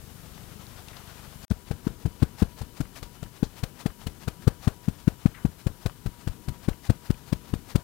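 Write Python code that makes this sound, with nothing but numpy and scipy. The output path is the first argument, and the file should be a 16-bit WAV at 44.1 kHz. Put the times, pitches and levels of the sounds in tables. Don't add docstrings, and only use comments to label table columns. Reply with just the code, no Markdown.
import sys
import numpy as np
from scipy import signal
from scipy.fft import rfft, irfft, next_fast_len
from scipy.io import wavfile
from scipy.ndimage import map_coordinates

SR = 44100
rng = np.random.default_rng(int(sys.argv[2]) if len(sys.argv) > 2 else 0)


def magnitude_from_level(level_db):
    exponent = np.asarray(level_db, float) / 20
    return 10 ** exponent


def put_to_file(sound):
    columns = np.atleast_2d(sound).T
    safe = np.clip(columns, -1, 1)
    whole_steps = np.round(safe * 32767)
    wavfile.write(sys.argv[1], SR, whole_steps.astype(np.int16))


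N = 345303
T = np.arange(-3000, 3000) / SR
T_SHORT = T[1800:-1800]

# peak_s [s], thud_db
# [dB peak], thud_hz [Hz], puff_db [dB]
PALM_TAPS = [(1.5108, -11, 133, -38), (1.7119, -13, 104, -38), (1.8708, -10, 191, -38),
             (2.0573, -10.5, 114, -40.5), (2.226, -7.5, 135, -34), (2.4231, -5, 172, -36),
             (2.6156, -21.5, 80.4, -39), (2.806, -13.5, 172, -36), (3.0285, -26.5, 81, -38),
             (3.2289, -23.5, 106, -39.5), (3.4304, -6.5, 179, -40), (3.6356, -17, 91, -33.5),
             (3.8612, -9, 163, -35), (4.0691, -21.5, 77, -35.5), (4.2794, -18, 93.5, -33.5),
             (4.476, -5, 108, -32.5), (4.677, -5, 133, -33.5), (4.8839, -9.5, 150, -40),
             (5.0783, -8, 116, -35.5), (5.2598, -0.5, 158, -39), (5.4523, -5.5, 159, -42.5),
             (5.6691, -7.5, 98, -37.5), (5.8614, -10.5, 99, -35), (6.0618, -16, 116, -39.5),
             (6.2756, -13, 93, -38), (6.4845, -15.5, 107, -38.5), (6.6859, -11.5, 88.5, -34),
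             (6.898, -9, 90, -35), (7.1032, -13.5, 85.5, -36), (7.3274, -17, 102, -35),
             (7.5377, -14.5, 79, -37), (7.7558, -11, 91, -32)]
ALL_TAPS = PALM_TAPS
# start_s [s], level_db [dB peak]
REBOUNDS = [(1.518, -9.5), (2.0621, -18), (2.2313, -4), (2.4306, -6.5), (2.6199, -27), (2.811, -14.5),
            (3.0297, -35), (3.2318, -29), (3.6391, -19.5), (4.072, -21), (4.2832, -17), (4.4802, -5.5),
            (4.6827, -13.5), (4.8864, -16), (5.0806, -4.5), (5.4622, -16), (6.075, -19), (6.4951, -19.5),
            (6.6873, -6.5), (6.9033, -5), (7.1067, -7.5), (7.3301, -8.5), (7.5396, -11.5), (7.7594, -6.5)]


def unit(x):
    return x / np.sqrt(np.mean(x ** 2) + 1e-20)


def curves(rows):
    s, *cols = np.transpose(rows)
    return np.array([np.interp(np.arange(N) / SR, s, c) for c in cols])


def shots(before, after):
    change_s = 1.475
    return np.where(np.arange(N) / SR < change_s, before, after)


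def filtered(x, response):
    m = next_fast_len(N + 8192)
    spectrum = rfft(x, m) * response(np.fft.rfftfreq(m, 1 / SR))
    return irfft(spectrum, m)[..., :N]


def coloured(x, spectrum):
    f, db = np.transpose(spectrum)
    return unit(filtered(x, lambda hz: magnitude_from_level(np.interp(np.log(hz + 1), np.log(f), db))))


def grit(spiky_db):
    return rng.standard_normal(N) * magnitude_from_level(spiky_db * rng.standard_normal(N))


def wobble(rate):
    knots = rng.standard_normal(int(N * rate / SR) + 4)
    return map_coordinates(knots, [np.arange(N) * rate / SR])


def add(track, s, shape):
    start = round(s * SR) - len(shape) // 2
    part = track[max(start, 0):start + len(shape)]
    part += shape[max(-start, 0):][:len(part)]


def push(t, hz):
    u = (np.pi * hz * t) ** 2
    return (1 - 2 * u) * np.exp(-u)


def snap(t, hz):
    u = (np.pi * hz * t) ** 2
    return (1 - 3 * u) / (1 + u) ** 3


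def burst(t, rise, fall):
    return np.exp(np.where(t < 0, t / rise, -t / fall))


def hump(t, width):
    return np.exp(-.5 * (t / width) ** 2)


def palm_taps():
    # pitch_hz [Hz], level_db [dB re thud], t60_s [s]
    frame_ring = [
        (442, -19.5, 0.059),
        (811, -26, .045),
    ]
    raised_s, raised_db = 4.6, -14
    cushion, cushion_s = 0.26, .006
    squeeze_db, squeeze_cycles, squeeze_hz = -18.5, 0.414, 262
    crack_db, crack_grows, crack_hz = -22, 1.14, 1140
    track = np.zeros(N)
    t = T_SHORT
    for s, db, hz, _ in ALL_TAPS:
        bony = np.clip(0.52 - 0.0057 * (hz - 100), 0, 1)
        if any(0 < back_s - s < cushion_s for back_s, _ in REBOUNDS):
            bony *= cushion
        contact = (1 - bony) * push(t, hz) + bony * snap(t, 1.32 * hz)
        add(track, s, magnitude_from_level(db) * contact)
        add(track, s + 0.001034, magnitude_from_level(crack_db + crack_grows * db) * snap(t, crack_hz))
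        add(track, s - squeeze_cycles / hz, -magnitude_from_level(db + squeeze_db) * push(t, squeeze_hz))
        for ring_hz, ring_db, t60 in frame_ring:
            level = magnitude_from_level(db + ring_db + raised_db * (s > raised_s))
            decay = burst(t, 0.00094, t60 / np.log(1000))
            add(track, s, level * decay * np.sin(2 * np.pi * ring_hz * t))
    return track


def rim_bounces():
    track = np.zeros(N)
    for s, db in REBOUNDS:
        gap = min(s - tap[0] for tap in ALL_TAPS if tap[0] < s)
        hz = 159.3 * min(1, 0.0045 / gap) ** 1.02
        add(track, s, -magnitude_from_level(db) * (0.21 * push(T_SHORT, hz) + 0.88 * snap(T_SHORT, hz)))
    return track


def heap_landings():
    # start_s [s], level_db [dB]
    freedom = [
        (1.5, -2.5),
        (3, -1),
        (5, -8),
        (6.3, 0),
        (7.83, 2),
    ]
    track = np.zeros(N)
    t = T_SHORT
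    for (s, db, _, _), luck in zip(ALL_TAPS, rng.random((len(ALL_TAPS), 5, 3))):
        wait, land, _ = luck[0]
        heap_db = .5 * db - 20.0 + np.interp(s, *np.transpose(freedom))
        fall = 0.48 * push(t - .007 - 0.0025 * land, 42)
        fall -= 0.56 * push(t + 0.01 - 0.016 * wait, 45)
        fall += 0.19 * push(t + 0.0131, 132)
        add(track, s + 0.02014, magnitude_from_level(heap_db) * fall)
        for late, pitch, size in luck[1:]:
            lump = (2 * size - 1) * snap(t, 35 + 90 * pitch)
            add(track, s + 0.00812 + .055 * late, magnitude_from_level(heap_db + 11.0 - 22.5 * late) * lump)
    return track


def rim_knock():
    # pitch_hz [Hz], width_hz [Hz], level_db [dB]
    rim_modes = [
        (471, 203, 5.5),
        (895, 274, 1),
        (1000, 100, 4),
        (1510, 425, -2.5),
    ]
    track = np.zeros(N)
    envelope = burst(T - .002, 0.0037, 0.003) + 0.18 * burst(T - .004, 0.00073, 0.031)
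    for s, db, _, puff_db in ALL_TAPS:
        add(track, s, magnitude_from_level(puff_db + 11.5 + 0.46 * db) * envelope)

    def response(f):
        total = 0
        for k, (centre, width, db) in enumerate(rim_modes):
            mode = 1j * f * width / (centre ** 2 - f ** 2 + 1j * f * width)
            total = total + (-1) ** k * magnitude_from_level(db) * mode
        return total

    return track * unit(filtered(grit(spiky_db=3), response))


def flour_puffs():
    # pitch_hz [Hz], level_db [dB per Hz]
    puff_colour = [(500, 2), (1500, -3), (2500, 1), (4200, 0), (6000, -5.5), (9000, -5), (13000, -11.5),
                   (16000, -5.5)]
    track = np.zeros(N)
    envelope = 1.1 * burst(T - .0015, 0.0016, 0.0017)
    envelope += hump(T - .005, 0.0048)
    envelope += 0.32 * burst(T - .006, 0.0012, 0.028)
    for s, _, _, puff_db in ALL_TAPS:
        add(track, s, magnitude_from_level(puff_db - 4.0) * envelope)
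    clumps = magnitude_from_level(1.8 * wobble(450) + 1.0 * wobble(150))
    return track * clumps * coloured(grit(spiky_db=-0.5), puff_colour)


def flour_slides():
    # middle_s [s], level_db [dB]
    swings = [(1.4416, -44.5), (1.6874, -48), (1.8534, -49.5), (2.0204, -50), (2.2114, -47), (2.402, -38.5),
              (2.591, -44), (2.7734, -46), (2.9724, -40.5), (3.1544, -52), (3.3674, -48.5), (3.5844, -43),
              (3.808, -39.5), (4.0214, -47), (4.225, -45), (4.43, -48), (4.643, -41), (4.8494, -49.5),
              (5.0014, -48.5), (5.2214, -51), (5.6044, -48), (5.8284, -48.5), (6.2154, -50), (6.4384, -53),
              (6.645, -46), (6.8586, -41), (7.0654, -46.5), (7.285, -46), (7.4894, -48.5), (7.707, -40.5)]
    # pitch_hz [Hz], level_db [dB per Hz]
    mesh_colour = [(200, -27), (700, 7), (1500, 2.5), (3000, -0.5), (4500, -0.5), (7000, -5), (12000, -9),
                   (16000, -10)]
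    track = np.zeros(N)
    for s, db in swings:
        add(track, s, magnitude_from_level(db - 1.5) * hump(T, 0.0151))
    grain = magnitude_from_level(.7 * wobble(120) + 1.5 * wobble(700))
    return track * grain * coloured(grit(spiky_db=3), mesh_colour)


def rustles():
    # start_s [s], level_db [dB], pitch_hz [Hz], length_ms [ms]
    brushes = [(.345, -51.5, 4000, 32), (0.379, -36.5, 1360, 1.9), (.668, -42.5, 4600, 2),
               (0.885, -38, 3570, 2.6), (.935, -48.5, 1510, 33), (0.968, -36, 3600, 3.3),
               (2.853, -43, 1450, 4), (3.904, -45, 1290, 5.1), (5.348, -43.5, 1680, 20),
               (5.378, -47.5, 1260, 46), (3.263, -43.5, 1390, 4), (3.44, -42.5, 4450, 15),
               (2.445, -52, 3500, 12), (5.897, -37, 1250, 2.7), (6.525, -37, 347, 3.3),
               (6.732, -43, 1800, 2.8), (7.144, -49, 2500, 4), (1.502, -41.5, 5000, 5.2)]
    track = np.zeros(N)
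    for s, db, hz, ms in brushes:
        band = signal.butter(2, [hz / 1.5, hz * 1.5], "band", fs=SR)
        noise = unit(signal.lfilter(*band, rng.standard_normal(len(T))))
        add(track, s, magnitude_from_level(db) * burst(T, ms / 5000, ms / 1000) * noise)
    return track


def compressor():
    throb_db = (-37, -48)
    track = np.zeros(N)
    stroke = 0.46 * push(T - .0045, 54) - push(T, 128)
    for s in np.arange(-.001, N / SR, 1 / 25):
        add(track, s, magnitude_from_level(0.69 * rng.standard_normal()) * stroke)
    return magnitude_from_level(shots(*throb_db)) * track


def room():
    rumble_db = (-48, -48.5)
    # pitch_hz [Hz], level_db [dB per Hz]
    rumble_colour = [(15, -25), (30, -4), (70, -4), (120, -2.5), (190, -5), (300, -10), (500, -16),
                     (900, -79)]
    # pitch_hz [Hz], level_db [dB per Hz]
    murmur_colour = [(200, -17), (400, -3.5), (800, -3), (1400, -4.5), (2100, -10.5), (3200, -10),
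                     (6000, -16), (16000, -30)]
    # start_s [s], level_db [dB]
    activity = [(0.0, -55), (0.31, -52), (0.622, -50), (1.17, -48.5), (1.372, -50), (1.45, -55), (1.5, -56),
                (2.3, -56.5), (5.2, -57.5), (7.83, -56)]
    murmur_db, = curves(activity)
    rumble_gain = magnitude_from_level(shots(*rumble_db) + 1.2 * wobble(2.2))
    murmur_gain = magnitude_from_level(murmur_db + 1.7 * wobble(36) + 1.1 * wobble(200))
    rumble = rumble_gain * coloured(rng.standard_normal(N), rumble_colour)
    return rumble + murmur_gain * coloured(rng.standard_normal(N), murmur_colour)


def appliance_tones():
    # pitch_hz [Hz], level_db [dB rms], start_s [s]
    whines = [
        (964, -63, 1.5),
        (2987, -71, 0),
    ]
    seconds = np.arange(N) / SR
    track = np.zeros(N)
    for hz, db, s in whines:
        level = magnitude_from_level(db + 3 + 2.8 * wobble(15))
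        phase = 2 * np.pi * hz * seconds + 1.8 * wobble(11) + 0.57 * wobble(40)
        track += level * np.sin(phase) * (seconds > s)
    return track


def recorder_hiss():
    # before_db [dB], after_db [dB]
    input_levels = [
        (-51, -54),
        (-59, -66),
    ]
    # pitch_hz [Hz], level_db [dB per Hz]
    hiss_colour = [(20, -16), (50, 2), (300, 4.5), (2000, -1), (6000, 1), (14000, 2.5), (16000, -1)]
    return np.array([magnitude_from_level(shots(*side)) * coloured(rng.standard_normal(N), hiss_colour)
                     for side in input_levels])


def scene():
    sieve = palm_taps() + rim_bounces() + heap_landings() + rim_knock() + flour_puffs()
    left = sieve + flour_slides() + rustles() + compressor() + room() + appliance_tones()
    right = filtered(left, lambda hz: magnitude_from_level(-19.7) * (1 - 24j / (hz + 12)) / (1 + 1j * hz / 14000))
    return np.array([left, right])


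def dips_db():
    track = np.zeros(N)
    for _, (s, _, _, puff_db) in enumerate(ALL_TAPS):
        dip = min(0, 2 - 0.67 * (puff_db + 40)) * np.exp(-(T / 0.0042) ** 4)
        add(track, s - 0.014, dip)
        add(track, s + 0.013, .6 * dip)
    return track


def low_pass(x):
    return signal.sosfilt(signal.butter(12, 15870, fs=SR, output="sos"), x)


def record(dry):
    # start_s [s], level_db [dB]
    fade = [
        (0, 0.5),
        (1.450, 1),
        (1.459, -70),
        (1.474, -102),
        (1.493, -57),
        (1.502, 1),
        (7.83, 1),
    ]
    tick = np.zeros(N)
    add(tick, 1.481, magnitude_from_level(-39) * burst(T, .000012, .000012))
    x = (dry + recorder_hiss()) * magnitude_from_level(curves(fade))
    x = x * [magnitude_from_level(dips_db()), np.ones(N)]
    x = x + tick * magnitude_from_level([[0], [-12]])
    x = x / (1 + abs(x / 1.05) ** 5) ** (1 / 5)
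    x = filtered(x, lambda hz: hz < 15800)
    return low_pass(x)


dry = scene()
out = record(dry)
put_to_file(out)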